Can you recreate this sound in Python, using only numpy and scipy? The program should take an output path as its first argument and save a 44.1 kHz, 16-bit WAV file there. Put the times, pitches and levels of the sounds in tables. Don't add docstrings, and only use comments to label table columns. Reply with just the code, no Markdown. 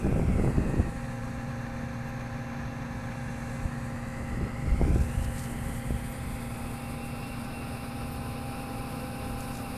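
import sys
import numpy as np
from scipy import signal
from scipy.fft import rfft, irfft, next_fast_len
from scipy.io import wavfile

SR = 44100
rng = np.random.default_rng(int(sys.argv[2]) if len(sys.argv) > 2 else 0)


def put_to_file(sound):
    columns = np.atleast_2d(sound).T
    safe = np.clip(columns, -1, 1)
    whole_steps = np.round(safe * 32767)
    wavfile.write(sys.argv[1], SR, whole_steps.astype(np.int16))


N = 430857
TIME = np.arange(N) / SR
CYCLE_HZ, FAN_HZ, GEAR_HZ = 19.7, 266.8, 510.4

# (time [s], heading [0 = at the combine, 1 = at the tractor])
HEADING = [(0, 0.38), (.6, .07), (1.2, 0.016), (3.5, 0), (4.4, 0.13), (4.8, 0.19), (5.2, 0.53), (6.2, 0.7),
           (7, 0.82), (8.4, 0.94), (9.77, 0.95)]
# (time [s], fan's third harmonic [Hz])
SHAFT_SPEED = [(0.0, 801.3), (0.46, 793.6), (0.54, 801.6), (1.77, 800.5), (9.25, 799.8), (9.77, 795.2)]
# (frequency [Hz], relative level per Hz [dB])
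BUFFET_SPECTRUM = [(12, -7), (30, 0.5), (70, 2.5), (110, -6.5), (180, -9.5), (400, -36), (1000, -78)]


def gain_of(db):
    return 10 ** (np.asarray(db) / 20)


def evened(x):
    return x / np.sqrt(np.mean(x ** 2) + 1e-20)


def read(points, hz):
    f, value = np.transpose(points)
    return np.interp(np.log(hz + 1), np.log(f + 1), value)


def follow(rows):
    s, *columns = np.transpose(rows)
    return [np.interp(TIME, s, c) for c in columns]


def coloured(x, spectrum):
    size = next_fast_len(N)
    gain = gain_of(read(spectrum, np.fft.rfftfreq(size, 1 / SR)))
    return irfft(rfft(x, size) * gain, size)[:N]


def noise(spectrum):
    return evened(coloured(rng.standard_normal(next_fast_len(N)), spectrum))


def slide(x, points, factor):
    hz, t, z = signal.stft(x, SR, nperseg=1024, noverlap=768)
    colour_db = read(points, hz[:, None] / np.interp(t, TIME, factor))
    return signal.istft(z * gain_of(colour_db), SR, nperseg=1024, noverlap=768)[1][:N]


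def drift(rate_hz):
    size = 4096
    hz = np.fft.rfftfreq(size, TIME[-1] / size)
    slow = irfft(rfft(rng.standard_normal(size)) / (1 + (hz / rate_hz) ** 2))
    return np.interp(TIME, np.linspace(0, TIME[-1], size), evened(slow))


def tractor_share():
    handover, width = 0.76, 0.068
    share_away, share_facing = 0.095, 1
    heading, = follow(HEADING)
    facing = 1 / (1 + np.exp((handover - heading) / width))
    return np.clip(share_away + (share_facing - share_away) * facing, 0, 1)


def shaft_turns(base_hz):
    hz, = follow(SHAFT_SPEED)
    return np.cumsum(base_hz * hz / np.median(hz)) / SR


def combine_roar(ahead_db=1.07, aside_db=0.0, beam=0.03):
    # (frequency [Hz], relative level per Hz [dB])
    roar_spectrum = [(20.0, 0), (130.0, 3.5), (215.0, -1.5), (280.0, -9.5), (350.0, -20.5), (520.0, -13),
                     (1000.0, -17), (2000.0, -16.0), (2700.0, -22.5), (3400.0, -30), (6200.0, -33.5),
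                     (8000.0, -51), (12300.0, -41), (13200.0, -60)]
    # (frequency [Hz], gain [dB])
    ripple_spectrum = [(720.0, 0.1), (870.0, 2), (1060.0, 7), (1250.0, 0.5), (1390.0, -2), (1690.0, 9.5),
                       (1980.0, -3.5), (2350.0, 4), (2600.0, -0.5), (3240.0, -6.5), (3470.0, 5),
                       (3740.0, 0.5), (4030.0, 6), (4960.0, -4), (5670.0, 5), (5920.0, -5), (6140.0, 10.5),
                       (6890.0, 4)]
    level_db, ripple_rise = -41, 1.4
    heading, = follow(HEADING)
    rippled = slide(noise(roar_spectrum), ripple_spectrum, 1 + ripple_rise * heading)
    beam_db = aside_db + (ahead_db - aside_db) * np.exp(-(heading / beam) ** 2)
    return gain_of(level_db + beam_db) * rippled


def tractor_roar(level_db=-40):
    # (frequency before sliding [Hz], relative level per Hz [dB])
    roar_spectrum = [(70.0, 0.5), (210.0, -1), (340.0, -12), (480.0, -7.5), (900.0, -13.5), (1300.0, -11.5),
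                     (2050.0, -24.5), (2350.0, -16), (2750.0, -17), (3200.0, -29), (3700.0, -22.5),
                     (4300.0, -24.5), (5300.0, -23.5), (6200.0, -44), (14000.0, -57)]
    sliding = slide(rng.standard_normal(N), roar_spectrum, 0.884 + 0.12 * tractor_share())
    return gain_of(level_db) * evened(sliding)


def roar(unsteady_db=0.63):
    share = tractor_share()
    mix = np.sqrt(1 - share) * combine_roar() + np.sqrt(share) * tractor_roar()
    return mix * gain_of(unsteady_db * drift(23))


def shaft(tones, base_hz, fading_db, jitter_rad):
    share = tractor_share()
    turns = shaft_turns(base_hz)
    out = np.zeros(N)
    for multiple, combine_db, tractor_db in tones:
        level_db = combine_db + share * (tractor_db - combine_db) + fading_db * drift(4.2)
        phase = 2 * np.pi * (multiple * turns + rng.random()) + jitter_rad * drift(5.9)
        out += gain_of(level_db) * np.sin(phase)
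    return np.sqrt(2) * out


def diesel():
    # (multiple of the cycle rate, level at tractor share 0 [dB], at tractor share 1 [dB])
    orders = [(3, -53, -55), (4, -55, -48), (6, -42.5, -45), (7, -44, -49), (12, -42.5, -44),
              (14, -59.5, -55.5), (16, -64.5, -65), (24, -61.5, -60), (29, -89, -89), (30, -106, -83)]
    return shaft(orders, CYCLE_HZ, fading_db=0.75, jitter_rad=0.096)


def clatter(level_db=-51, fading_db=2.0, size=2048):
    order_hz = CYCLE_HZ * np.arange(size // 2 + 1)
    spectrum = [(90, -25), (170, 6.5), (330, 4.0), (470, -2.5), (740, 5),
                (1300, -1), (2400, -11.0), (4000, -32.5)]
    random_phases = np.exp(2j * np.pi * rng.random(len(order_hz)))
    cycle = evened(irfft(gain_of(read(spectrum, order_hz)) * random_phases))
    repeated = np.interp(shaft_turns(CYCLE_HZ), np.arange(size) / size, cycle, period=1)
    return repeated * gain_of(level_db + fading_db * drift(3.0))


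def cooling_fan():
    # (multiple, level at tractor share 0 [dB], at tractor share 1 [dB])
    blade_tones = [(1, -54, -46.5), (2, -52.5, -56.5), (3, -54.5, -46.5), (4, -71, -61), (5, -63, -59.5),
                   (6, -64, -73)]
    # (time [s], gain [dB])
    swell = [(0, 0.5), (1.5, 3), (3, 1.5), (4.5, 1), (6, 0), (7.5, -3), (8.1, -1.5), (8.7, 1), (9.4, -0.5),
             (9.77, 0)]
    return shaft(blade_tones, FAN_HZ, fading_db=0.83, jitter_rad=0.19) * gain_of(follow(swell)[0])


def gears():
    # (multiple, level at tractor share 0 [dB], at tractor share 1 [dB])
    mesh_tones = [(1, -60.5, -60), (2, -65, -61.5), (3, -68.5, -63), (4, -61.5, -95), (8, -76, -93)]
    # (time [s], gain [dB])
    swell = [(0, -1.5), (4.5, 1), (5.8, -1), (6.3, 1.5), (7.3, -2), (8.2, -2), (8.7, 4), (9.4, 7),
             (9.77, 0)]
    return shaft(mesh_tones, GEAR_HZ, fading_db=3, jitter_rad=0.67) * gain_of(follow(swell)[0])


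def whistle(hz, level_db, wander_hz, blur_hz, fading_db):
    turns = np.cumsum(hz + wander_hz * drift(2.04) + blur_hz * drift(69.0)) / SR
    tone = gain_of(fading_db * drift(14)) * np.sin(2 * np.pi * turns)
    return gain_of(level_db) * evened(tone)


def pump_whine(pitch_hz=2718):
    # (time [s], level [dB])
    loudness = [(0, -62), (1, -65.5), (3, -64), (4.6, -67), (5.3, -68), (6.2, -76), (6.9, -54.5),
                (7.6, -56.5), (8.1, -64), (9.77, -58.5)]
    return whistle(pitch_hz, follow(loudness)[0], wander_hz=2.98, blur_hz=6.08, fading_db=3.5)


def gear_whine():
    # (time [s], level [dB])
    loudness = [(0, -68), (.6, -59), (1.4, -73), (5.7, -68), (6.4, -60), (8.7, -61), (9.77, -67)]
    return whistle(5 * GEAR_HZ, follow(loudness)[0], wander_hz=4, blur_hz=3, fading_db=1.5)


def turbocharger(half_length_s=0.12, combine_db=-84, tractor_db=-62):
    # (time [s], centre pitch [Hz], level [dB])
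    swell_rows = [(.45, 9300, -65), (.92, 9230, -67), (3.25, 9400, -68), (4.87, 9090, -63),
                  (6.071, 9070, -65), (6.55, 9370, -77), (6.85, 9170, -63), (7.9, 9350, -68),
                  (8.6, 9220, -66)]
    heading, = follow(HEADING)
    base = gain_of(combine_db + (tractor_db - combine_db) * heading)
    swells = sum(gain_of(db) / (1 + ((TIME - s) / half_length_s) ** 2) for s, _, db in swell_rows)
    tone = whistle(follow(swell_rows)[0], 0, wander_hz=12, blur_hz=35, fading_db=3.5)
    return tone * np.hypot(base, swells)


def hiss(flicker_db=1.02, pitch=0.89, pitch_rise=0.28):
    # (frequency before scaling [Hz], relative level per Hz [dB])
    hiss_spectrum = [(3000, -26), (5400, -11.5), (6500, -8.5), (7500, -2.5), (8500, 1), (9300, 1),
                     (11000, -4), (12400, -4), (13100, -8), (14300, -14)]
    # (time [s], level [dB])
    loudness = [(0, -57.5), (.9, -58), (1.6, -64.5), (2.7, -67), (3.35, -58.5), (4.7, -58.5), (5.35, -50.5),
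                (7.8, -56), (9.77, -52)]
    brightness = pitch + pitch_rise * follow(HEADING)[0] ** 2
    bright_noise = evened(slide(rng.standard_normal(N), hiss_spectrum, brightness))
    return bright_noise * gain_of(follow(loudness)[0] + flicker_db * drift(13))


def breeze(lull_db=-54, swell_db=-43, centre_s=5.25, half_length_s=1.5):
    swell = np.exp(-((TIME - centre_s) / half_length_s) ** 2)
    return noise(BUFFET_SPECTRUM) * (gain_of(lull_db) + gain_of(swell_db) * swell)


def gusts(buffet_db=-2, flutter_db=3.5, lumps_db=2.5, eddies_per_s=600, spread_db=4):
    # (start [s], hold [s], buffeting before buffet_db [dB], flutter before flutter_db [dB])
    gust_rows = [(0.046, 0.12, -26.5, -33.5), (0.192, .04, -26, -29.5), (0.256, 0.1, -24, -34.5),
                 (0.384, .11, -26, -31.5), (0.566, .04, -23.5, -32.5), (.64, 0.044, -28, -32.5),
                 (.74, 0.078, -30, -33.5), (0.857, .03, -31, -39.5), (.94, 0.035, -35.5, -62),
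                 (1.227, 0.056, -35, -70), (3.634, 0.054, -35, -56), (4.167, 0.042, -37, -43.5),
                 (4.35, 0.12, -35, -41.5), (4.625, 0.037, -34, -41), (4.689, 0.06, -23, -40.5),
                 (4.804, 0.21, -23.5, -37.5), (5.04, 0.062, -31, -44.5), (5.168, 0.13, -30.5, -50),
                 (5.506, 0.043, -39, -45), (5.665, .05, -33, -46), (5.902, .04, -30, -47),
                 (6.27, .05, -35, -55), (8.006, 0.21, -40, -64), (9.23, .12, -37.5, -58)]
    # (frequency [Hz], relative level per Hz [dB])
    flutter_spectrum = [(30, -9), (80, -19), (140, 6), (250, -2.5), (400, -5.5), (650, -15), (1000, -33),
                        (2000, -53), (5000, -80)]
    attack_s, release_s = 0.034, 0.039
    buffet, flutter = np.zeros((2, N))
    for start, hold, deep_db, upper_db in gust_rows:
        t = TIME - start
        envelope = np.exp(np.minimum(t, 0) / attack_s - np.maximum(t - hold, 0) / release_s)
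        buffet = np.maximum(buffet, envelope * gain_of(deep_db + buffet_db))
        flutter = np.maximum(flutter, envelope * gain_of(upper_db + flutter_db))
    strengths = gain_of(spread_db * rng.uniform(-0.84, 1, N))
    puffs = -strengths * (rng.random(N) < eddies_per_s / SR)
    puffs = coloured(puffs - puffs.mean(), flutter_spectrum)
    lumpy = evened(puffs * gain_of(lumps_db * drift(43)))
    return buffet * noise(BUFFET_SPECTRUM) + flutter * lumpy


def eddies(suction_db=-1, swirl_db=-18, swirl_s=0.018, breadth=3):
    # (time [s], level before suction_db or swirl_db [dB], width scale of the drop [s])
    strikes = [(.068, -12, 0.00066), (0.127, -13, 0.00068), (.197, -12, 0.00063), (0.398, -7, 0.0012),
               (0.447, -13, 0.00056), (0.477, -13, 0.00054), (0.584, -8.5, 0.0015), (.801, -8, 0.0019),
               (3.658, -14.5, 0.0025), (4.431, -17, .0019), (4.719, -16, 0.0076), (4.815, -7, 0.00077),
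               (4.914, -13, 0.0014), (4.96, -11, 0.0011), (5.18, -16.5, 0.0028), (5.907, -14.5, 0.0011)]
    suction, swirl = np.zeros((2, N))
    for s, db, length in strikes:
        near = abs(TIME - s) < .15
        t = TIME[near] - s
        dip = 1 / np.cosh(np.clip(2 * t / length, -60, 60))
        refill = np.exp(-(t / (breadth * length)) ** 2) * np.sqrt(np.pi) / (2 * breadth)
        suction[near] += gain_of(db + suction_db) * (refill - dip)
        swirl[near] += gain_of(db + swirl_db) * np.exp(-(t / swirl_s) ** 2)
    swirl_noise = noise([(15, 10), (50, -1), (130, 13.5), (300, -20.0), (700, -11), (2000, -62)])
    return suction + swirl * swirl_noise


def insect(width_s=.03):
    # (time [s], level [dB])
    chirp_rows = [(2.075, -66), (4.07, -74), (6.11, -56), (8.13, -55)]
    loudness = sum(gain_of(db) * np.exp(-((TIME - s) / width_s) ** 2) for s, db in chirp_rows)
    return loudness * noise([(11500, -60), (12150, -12), (12350, 0), (12550, -12), (13200, -60)])


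def straw(grain_db=5.0):
    # (centre [s], level [dB], half length [s])
    swishes = [(5.0, -59, 0.23), (5.238, -45, 0.015), (5.407, -51.5, 0.057), (7.447, -52, .008),
               (9.42, -55, 0.028), (9.56, -49.5, 0.036)]
    # (frequency [Hz], relative level per Hz [dB])
    straw_spectrum = [(2000, -16), (4000, 3.5), (6000, 3), (8000, 4.5), (12500, -1), (14500, -12)]
    stroke = sum(gain_of(db) / (1 + ((TIME - s) / length) ** 4) for s, db, length in swishes)
    return stroke * evened(noise(straw_spectrum) * gain_of(grain_db * drift(150)))


def scene():
    machinery = diesel() + clatter() + cooling_fan() + gears()
    whines = pump_whine() + gear_whine() + turbocharger()
    wind = breeze() + gusts() + eddies()
    return (roar() + machinery + whines + hiss() + wind + insect() + straw())[None]


def record(dry, edge_hz=14240):
    lowpass = signal.firwin(2047, edge_hz, window=("kaiser", 9), fs=SR)
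    return signal.oaconvolve(dry, lowpass[None], "same")


dry = scene()
out = record(dry)
put_to_file(out)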